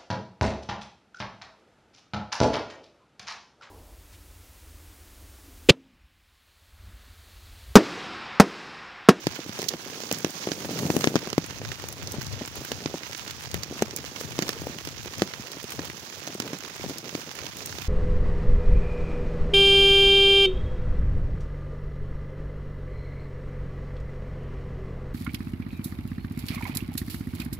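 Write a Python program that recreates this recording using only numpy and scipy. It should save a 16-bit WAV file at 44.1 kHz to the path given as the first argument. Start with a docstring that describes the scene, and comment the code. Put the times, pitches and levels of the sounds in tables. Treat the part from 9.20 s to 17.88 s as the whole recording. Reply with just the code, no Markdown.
"""Rain on a canvas tent

Close under the canvas and a plastic sheet, on a microphone with two unlike ports. Heavy drops
thump the cloth and splash, others tick on the plastic, and small ones patter all around.
The sheet swishes as it slides, handled cloth rumbles, and rain hisses in the distance.
A few heavy drops boom low, and light wind buffets the microphone, both mostly on the left."""
import sys
import numpy as np
from scipy import signal
from scipy.fft import rfft, irfft
from scipy.io import wavfile

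SR = 44100
rng = np.random.default_rng(int(sys.argv[2]) if len(sys.argv) > 2 else 0)


def to_wav(s):
    """Save 16-bit WAV."""
    ch = np.atleast_2d(s).T  # columns
    pcm = np.round(np.clip(ch, -1, 1) * 32767)  # PCM
    wavfile.write(sys.argv[1], SR, pcm.astype(np.int16))


N = 382788

# Heavy drops on the canvas, close to the microphone.
# start_s, thump_db, pitch_hz, snap_db, spray_db, pan_db (positive is left)
CANVAS_DROPS = [(0.069, -14.5, 306, -22, -33, 1.5), (0.2934, -30.5, 204, -38, -57, -1),
                (0.39, -25.5, 420, -30.5, -37, -1), (0.395, -26, 356, -41, -50, 2),
                (0.418, -38, 376, -25, -33, 8), (0.4281, -29, 380, -31, -43, -1),
                (0.5378, -25, 450, -37, -53, -2), (0.803, -32, 544, -32, -42, -2),
                (0.836, -30, 413, -31, -50, 0), (0.9134, -18, 472, -21.5, -34, 0),
                (0.926, -28.5, 186, -40, -24, 1.5), (1.0463, -15.5, 318, -21, -33, 1.5),
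                (1.272, -18, 364, -37, -45, 1), (1.288, -27, 300, -30, -47, 3),
                (1.3172, -22.5, 300, -23.5, -43, -1.5), (1.4472, -26.5, 570, -30.5, -48, 3),
                (1.454, -27, 343, -42, -37, 1), (1.513, -31, 280, -48, -42, -1),
                (1.702, -13, 313, -22, -39, 4), (1.752, -29, 251, -43, -50, 2),
                (1.766, -16, 270, -24, -25.5, 10.5), (1.8419, -17.5, 395, -15, -38, 10),
                (1.8726, -13.5, 270, -18.5, -36, 8), (1.956, -12, 295, -18, -32.5, 6.5),
                (1.9634, -18.5, 409, -21.5, -45, 7), (2.073, -24.5, 360, -33, -41, 2),
                (2.1296, -25, 384, -25.5, -39, -3), (2.18, -10.5, 278, -25.5, -31, 2.5),
                (2.242, -35, 300, -34, -55, -4), (2.4159, -28, 473, -37, -55, 2),
                (2.6397, -29.5, 464, -35, -48, 1), (3.5175, -22, 434, -24, -34, -1.5),
                (3.6588, -21, 277, -24, -51, 0), (4.3429, -25, 372, -24.5, -28, 3.5),
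                (4.6224, -11, 380, -20.5, -27, 3.5), (5.011, -28, 434, -36, -37, 1),
                (5.1898, -17, 305, -21.5, -31, 2), (5.2225, -25.5, 213, -21, -34, -1.5),
                (5.2282, -29, 203, -28, -39, 4), (5.2913, -24, 387, -20.5, -30, 5.5),
                (5.418, -28.5, 300, -44, -42, 0), (5.4692, -21.5, 480, -39, -39, 4),
                (5.6731, -31, 300, -30, -35, 5), (5.8589, -31, 350, -43, -44, -2),
                (6.0199, -11.5, 335, -20.5, -30, 2.5), (6.4418, -29, 400, -39, -40, -3),
                (6.592, -24, 282, -30.5, -44, 2), (7.0748, -27, 580, -29, -36, 4),
                (7.2006, -28, 231, -20.5, -32, 5), (7.332, -25.5, 291, -31.5, -39, -1),
                (7.6402, -23.5, 473, -55, -42, 2), (7.662, -35.5, 220, -36, -48, 12),
                (7.6962, -30, 275, -33, -37, 5), (7.951, -22, 288, -29.5, -40, 2),
                (8.5848, -32.5, 362, -31.5, -40, -1)]
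def canvas_drops(rows=CANVAS_DROPS):
    """Drops thump the cloth and splash briefly; the knock's level follows both snap and thump."""
    return strike([(s, thump, hz, snap + 0.21 * (thump - snap) - 1.0, snap, spray, pan)
                   for s, thump, hz, snap, spray, pan in rows], splash_t60_s=0.0099)

# Soft pats on the same canvas. start_s, thump_db, pitch_hz, pan_db
SOFT_PATS = [(0.191, -27, 300, -1), (0.262, -31, 300, -1), (0.543, -28, 300, -2), (1.066, -28, 320, 4),
             (1.492, -25.5, 455, 3), (1.632, -27, 203, 1), (1.653, -23.5, 170, -1.5), (1.919, -33, 278, -2),
             (1.942, -22, 360, 0), (2.9411, -27, 373, 1), (2.946, -33, 403, 1), (2.969, -40, 400, -2),
             (2.983, -33, 129, 15), (3.067, -41, 150, 8), (3.212, -27, 525, 4), (3.2167, -25, 257, 1),
             (3.3682, -32.5, 400, -1), (3.7412, -20, 440, .5), (3.7464, -24.5, 300, 0),
             (4.5106, -30.5, 248, -1), (4.525, -28, 460, 4), (4.736, -33, 352, 2), (4.79, -35, 258, -1),
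             (4.843, -32.5, 482, -3), (5.047, -37.5, 138, 14), (5.087, -35, 400, 1), (5.497, -32, 260, 0),
             (5.562, -36, 198, 2), (6.0288, -24.5, 330, -2), (6.1966, -33, 229, -1), (6.302, -38.5, 380, 2),
             (6.37, -35.5, 300, 0), (7.1514, -27.5, 357, 2), (7.597, -33, 350, 0), (7.6455, -27, 420, 0),
             (7.707, -29, 300, -2), (7.83, -38, 300, -2)]
def soft_pats():
    """Drops that swing the cloth with next to no splash."""
    return canvas_drops([(s, db, hz, db - 29.5, db - 28, pan) for s, db, hz, pan in SOFT_PATS])

# Drops on the plastic sheet nearby. start_s, knock_db, snap_db, spray_db, pan_db
SHEET_TICKS = [(0.44,-33,-28,-47,-2),(0.4845,-48,-21,-27,-10),(0.488,-50,-14.5,-24.5,1),(0.945,-40,-28,-48,-2),(1.005,-39,-51,-39,2),(1.732,-56,-44,-38,5),(1.789,-42,-38,-32,15),(1.809,-36,-21,-37,15),
               (2.101,-32,-27,-37,4),(2.873,-51,-28.5,-37,0),(3.126,-46,-30.5,-42,3),(3.276,-30.5,-46,-36,2),(3.93,-32,-31,-42,-4),
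               (3.976,-61,-37,-36,10),(4.314,-44,-30,-39,0),(4.709,-34.5,-31,-46,-3),(5.181,-33,-33,-45,0),(5.2802,-30,-28,-42,0),(5.981,-40,-34,-35,0),
               (6.429,-48,-44,-37,4),(6.651,-42,-38,-33.5,3),(6.699,-30.5,-47,-42,2),(7.892,-33,-33,-45,-4.5),(8.152,-37,-40,-37.5,0),
               (8.265,-31.5,-32,-50,-2),(8.386,-56,-37,-40,0),(8.525,-33,-33,-53,4),(8.493,-40,-32,-50,-3),(.986,-50,-46,-31.5,10),(1.105,-48,-40,-34,3),(1.0276,-45,-36,-43,-2),(1.5892,-26,-22.5,-31,10),
               (2.2613,-53,-43,-35.5,12),(2.3074,-31.5,-34,-48,-1),(2.4498,-30,-32,-54,1),(2.517,-28,-30,-40,-2),
               (2.598,-33,-33,-56,12),(2.686,-36,-32,-30,4),(2.7263,-53,-50,-32.5,8),(2.9196,-52,-37,-29.5,4),
               (3.0158,-35,-34,-35,1),(3.066,-54,-28.5,-41,3),(3.2499,-32.5,-34.5,-50,-1),(3.259,-51,-39,-37,0),
               (3.3556,-35,-47,-34.5,15),(3.449,-31,-38,-33,5),(3.833,-31,-31,-47,-4),(3.9482,-31,-31.5,-48,-4),(4.077,-28.5,-30,-40,0),
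               (4.1085,-33,-27.5,-35,2),(4.433,-32.5,-23.5,-33,1),(4.592,-30,-34,-48,3),(4.7626,-45,-32,-25,1),
               (4.7722,-34,-32,-37,5),(4.961,-31.5,-34,-47,-10),(5.1201,-32.5,-36,-42,-5),(5.3297,-30,-29,-42,5),
               (5.5853,-31.5,-36,-42,0),(5.65,-34,-32,-35,0),(5.6873,-35,-34,-44,3),(6.1362,-29,-31,-51,0),(6.3172,-56,-32,-36,5),
               (6.5051,-35,-33,-32,6),(6.52,-33,-38,-34,1),(6.925,-34,-41,-48,9),(7.069,-40,-28,-39,3),(7.081,-41,-31,-42,3),(7.143,-45,-40,-36.5,0),(7.2214,-34,-27.5,-44,2),(7.386,-50,-42,-39,2),(7.2766,-32,-37,-39,-3),
               (7.7828,-41,-29,-32,8),(8.188,-32.5,-32.5,-42,-4),(8.3687,-37,-40,-35,2),(8.4594,-47.5,-53,-27.5,6),
               (8.6193,-32,-48,-37.5,-5)]
def sheet_ticks(thump_hz=300):
    """On plastic a drop is nearly all splash, over a faint thump."""
    return strike([(s, knock - 11, thump_hz, knock, snap, spray, pan)
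                   for s, knock, snap, spray, pan in SHEET_TICKS], splash_t60_s=0.015)

def strike(drops, splash_t60_s):
    """Each drop swings three membrane modes, alike at both ports, and splashes noise, unlike at each."""
    size = SR // 8
    t = np.arange(size) / SR
    click, left_right = (t == 0) * 1.0, np.array([[0.5], [-0.5]])
    dying = from_db(-60 * t / splash_t60_s) + 0.16 * from_db(-60 * t / 0.067)   # droplets trail after
    opening = 1 - np.exp(-t / (0.035 * splash_t60_s + 1e-5))
    crack = (3.0 - 120 * splash_t60_s) * np.array([0.7, 0.9, 1.4])[:, None, None]   # hard contact
    envelope = dying * opening + crack * from_db(-60 * t / 0.0013)
    thumps, splashes = np.zeros((2, N + size)), np.zeros((3, 2, N + size))
    for start_s, thump_db, hz, knock_db, snap_db, spray_db, pan_db in drops:
        at = slice(round(start_s * SR), round(start_s * SR) + size)
        cycles = 5.0 - 0.13 * max(thump_db, -40)   # hard blows damp themselves, soft pats ring on
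        swing = 0.99 * ring(click, hz, t60_s=cycles / hz)
        swing += 0.22 * ring(click, 0.588 * hz, t60_s=0.067)
        swing += 0.5 * ring(click, 1.365 * hz, t60_s=0.47 * cycles / hz)
        # light drops and those with little splash land softer
        contact_hz = 3600 * from_db(0.12 * (thump_db + 15) + 0.25 * min(snap_db - thump_db, 0))
        swing = 1.18 * soften(soften(swing, contact_hz), contact_hz)
        thumps[:, at] += from_db(thump_db + left_right * pan_db) * swing
        splash = envelope * rng.standard_normal((3, 2, size)) + 2.0 * crack * click
        splash *= from_db(0.62 * left_right * pan_db)
        splashes[:, :, at] += from_db([knock_db, snap_db, spray_db])[:, None, None] * splash
    splashes[0] = 1.275 * band(splashes[0], 1080, 3260, order=1)   # the knock sits well above the thump
    rebound = band(soften(thumps, hz=2200), 44, 8000, order=1)   # open cloth radiates no steady push
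    return (rebound + in_bands(splashes))[:, :N]

def patter(slide_db, band_levels_db=(-53.5, -55, -60.5)):
    """Small drops all around, as tiny bursts of noise; a sliding sheet crackles with them."""
    sharp = bursts(per_s=450, spread_db=2.8, t60_s=0.0036)   # these sound in all bands at once
    sides = from_db(3.33 * np.array([drift(27), drift(39)]))   # drops fall nearer one port or the other
    gates = []
    for db in band_levels_db:
        soft = bursts(per_s=400, spread_db=2.5, t60_s=0.0067)
        gates.append(from_db(db + 0.29 * slide_db) * (1.15 * sharp + 0.84 * soft))
    return in_bands([gate * sides * rng.standard_normal((2, N)) for gate in gates])

# The tent cloth is handled near the microphone. peak_s, level_db, rise_s, fall_s
CLOTH_MOVES = [(0.2, -49.5, 0.23, 0.11), (0.43, -41, 0.033, 0.027), (1.0, -46.5, 0.57, 0.17),
               (1.55, -39.5, 0.14, 0.22), (1.76, -32.5, 0.29, 0.24), (2.95, -46, 0.38, 0.12),
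               (3.25, -46, 0.077, 0.093), (3.65, -45.5, 0.37, 0.25), (4.56, -43.5, 0.11, 0.3),
               (5.26, -41.5, 0.091, 0.31), (6.02, -43.5, 0.053, .12), (6.61, -44.5, .05, 0.058),
               (7.28, -42, 0.26, 0.14), (7.67, -39.5, 0.042, 0.056), (7.97, -43.5, 0.14, .08),
               (8.3, -45.5, 0.1, 0.42)]
def cloth_rumble(rest_db=-50.5):
    """Clumps of soft blows, denser and deeper when handled, each strike a few low canvas modes."""
    handled_db = swells(CLOTH_MOVES, rest_db) - rest_db
    blows = impacts(per_s=170 * from_db(3.0 * drift(23) + 0.6 * handled_db), spread_db=2.5)
    sides = from_db(rng.normal(0, 2.3, (2, N)))
    modes = np.zeros((2, N))
    for hz in np.geomspace(130, 950, 12):
        struck = blows * sides * (rng.random(N) < 0.3)
        modes += from_db(-0.3 * handled_db * np.log2(hz / 250)) * ring(struck, hz, t60_s=15.5 / hz)
    rumble = rms_one(band(soften(modes, hz=910), 300, 810, order=1))
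    return from_db(rest_db + 0.68 * handled_db) * rumble   # denser blows add to this swell

# The plastic sheet slides, close by. peak_s, swish_db, fine_hiss_db, rise_s, fall_s
SHEET_SLIDES = [(.15,-48.5,-61,.25,0.23),(.42,-42,-48,0.059,0.049),(.85,-44,-50.5,0.23,0.12),(1.24,-40,-50,0.15,0.13),(1.54,-41.5,-56,0.067,0.26),
                (1.84,-49,-42,0.38,0.075),(3.5,-47,-56,0.17,0.15),(4.0,-51,-54,0.3,0.15),
                (5.02,-47,-46.5,0.046,0.053),(5.26,-51,-51.5,0.088,0.36),(6.02,-46,-53,0.068,0.04),(6.51,-60,-53,0.028,0.38),
                (7.69,-46,-49.5,0.033,0.033),(7.96,-52,-52,0.059,0.14),(8.47,-49,-52.5,0.22,0.33)]
def sheet_and_far_rain(far_rain_db=(-51, -49, -58)):
    """Flickering hiss of far rain that swells as the sheet slides; also gives the top band's rise in dB."""
    peak_s, swish_db, fine_db, rise_s, fall_s = np.transpose(SHEET_SLIDES)
    levels_db = [swells(zip(peak_s, db, rise_s, fall_s), rest_db)
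                 for db, rest_db in zip([swish_db - 5, swish_db, fine_db], far_rain_db)]
    flicker_db = 1.6 * drift(22)
    noises = [from_db(db + flicker_db + 1.8 * drift(40)) * rng.standard_normal((2, N))
              for db in levels_db]
    return in_bands(noises), levels_db[2] - far_rain_db[2]

# Low swells: the boom of heavy drops on the canvas (short), and light wind on the microphone (long).
# peak_s, level_db, rise_s, fall_s
LOW_SWELLS = [(0.07, -37, 0.011, 0.021), (1.72, -50.5, 0.05, 0.29), (2.19, -44, 0.058, 0.06),
              (2.45, -42, 0.27, 0.19), (2.9, -41, 0.11, 0.41), (4.25, -43.5, 0.16, 0.42),
              (5.22, -44.5, 0.35, 0.2), (5.73, -44.5, .5, 0.29), (6.62, -38, .03, 0.037),
              (7.66, -40, 0.068, 0.039), (8.58, -43.5, 0.16, 0.13)]
def boom_and_wind(calm_db=-59.5):
    """Booming canvas and buffeting air: lumpy low noise, its own at each port, stronger on the left."""
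    lumps = from_db(4.4 * np.array([drift(7.4), drift(13)]))
    low_noise = rms_one(lumps * band(rng.standard_normal((2, N)), 49, 132))
    return from_db(swells(LOW_SWELLS, calm_db) + np.array([[3.0], [-6.0]])) * low_noise

# The three bands of splash and hiss: knock, snap, spray. low_hz, high_hz
SPLASH_BANDS = [(700, 3500), (3500, 7800), (7800, 19000)]
def in_bands(parts, port_loss_db=(1, -1.5, 12)):
    """Confines three white signals to their bands, making up for what band and ports take away."""
    knock = parts[0] + 0.088 * parts[0][::-1]   # each port hears a little of the other's knock
    return sum(from_db(db) * np.sqrt(SR / 2 / (high - low)) * band(x, low, high, order=3)
               for x, (low, high), db in zip([knock, *parts[1:]], SPLASH_BANDS, port_loss_db))

def ring(clicks, hz, t60_s):
    """A click pushes a membrane mode out at once; it swings back and dies."""
    r, w = from_db(-60 / (t60_s * SR)), 2 * np.pi * hz / SR
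    return signal.lfilter([1, -r * np.cos(w)], [1, -2 * r * np.cos(w), r * r], clicks + 1e-18)

def soften(x, hz):
    """One-pole low-pass: a soft contact."""
    r = np.exp(-2 * np.pi * hz / SR)
    return signal.lfilter([1 - r], [1, -r], x)

def impacts(per_s, spread_db):
    """Random clicks: many small, few large."""
    sizes = from_db(spread_db * np.minimum(rng.exponential(1, N), 3.0))
    return sizes * (rng.random(N) < per_s / SR)

def bursts(per_s, spread_db, t60_s):
    """Envelope of small drops, each a short decay; rms 1."""
    return rms_one(signal.lfilter([1], [1, -from_db(-60 / (t60_s * SR))], impacts(per_s, spread_db)))

def swells(rows, rest_db):
    """Level in dB over a resting floor; a swell gains 7.84 dB per rise_s and loses it per fall_s."""
    t = np.arange(0, N, 64) / SR
    power = from_db(2 * rest_db)
    for peak_s, db, rise_s, fall_s in rows:
        below_peak_db = 7.84 * np.maximum((peak_s - t) / rise_s, (t - peak_s) / fall_s)
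        power = power + from_db(2 * (db - below_peak_db))
    return np.interp(np.arange(N) / SR, t, 10 * np.log10(power))

def drift(hz):
    """Slow random wander: noise through a double one-pole low-pass, rms 1."""
    step, settle = 40, 2000
    r = np.exp(-2 * np.pi * hz * step / SR)
    slow = signal.lfilter([1], [1, -2 * r, r * r], rng.standard_normal(N // step + settle + 2))[settle:]
    return np.interp(np.arange(N) / step, np.arange(len(slow)), rms_one(slow))

def band(x, low_hz, high_hz, order=2):
    """Butterworth band-pass."""
    return signal.sosfilt(signal.butter(order, [low_hz, high_hz], "band", fs=SR, output="sos"), x)

def from_db(db):
    """Gain of a level in dB."""
    return 10 ** (np.asarray(db) / 20)

def rms_one(x):
    """Scaled to rms 1."""
    return x / np.sqrt(np.mean(x ** 2) + 1e-20)

def scene():
    """Everything that arrives in front of the two ports."""
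    drops = canvas_drops() + soft_pats() + sheet_ticks()
    hiss, slide_db = sheet_and_far_rain()
    return drops + patter(slide_db) + cloth_rumble() + hiss + boom_and_wind()

def port(x, response):
    """A microphone port colours the sound as a minimum-phase filter."""
    size = 4096
    hz = np.maximum(np.arange(size // 2 + 1) * SR / size, 1)
    points_hz, gains_db = np.transpose(response)
    curve_db = np.interp(np.log(hz), np.log(points_hz), gains_db)
    cepstrum = irfft(curve_db * np.log(10) / 20)
    cepstrum[1:size // 2] *= 2
    cepstrum[size // 2 + 1:] = 0
    return signal.fftconvolve(x, irfft(np.exp(rfft(cepstrum))))[:N]

# The microphone's ports, the left duller, the right brighter. frequency_hz, gain_db
LEFT_RESPONSE = [(40, -12), (90, 5.5), (700, 0.5), (1500, -4.5), (2400, -6.5), (5000, -5), (6500, -9),
                 (7000, -11.5), (7800, -12), (8300, -4), (8900, -11.5), (10800, -13.5), (13500, -15),
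                 (15000, -14)]
RIGHT_RESPONSE = [(40, -15.5), (90, 5), (700, 0.5), (1700, 2.5), (3900, 3.5), (5200, 6.5), (6000, 6.5),
                  (6700, 4.5), (7300, -1.5), (8100, -12), (8900, -21.5), (10700, -10), (13500, -11.5),
                  (15000, -6)]
def record(dry):
    """Each port colours its side, the right hears a little later, and the top treble is cut."""
    lag_samples, cutoff_hz = 9, 16050   # most drops land nearer the left port
    left = port(dry[0], LEFT_RESPONSE)
    right = port(np.pad(dry[1], (lag_samples, 0)), RIGHT_RESPONSE)
    return signal.sosfilt(signal.cheby2(24, 60, cutoff_hz, fs=SR, output="sos"), [left, right])

dry = scene()
out = record(dry)
to_wav(out)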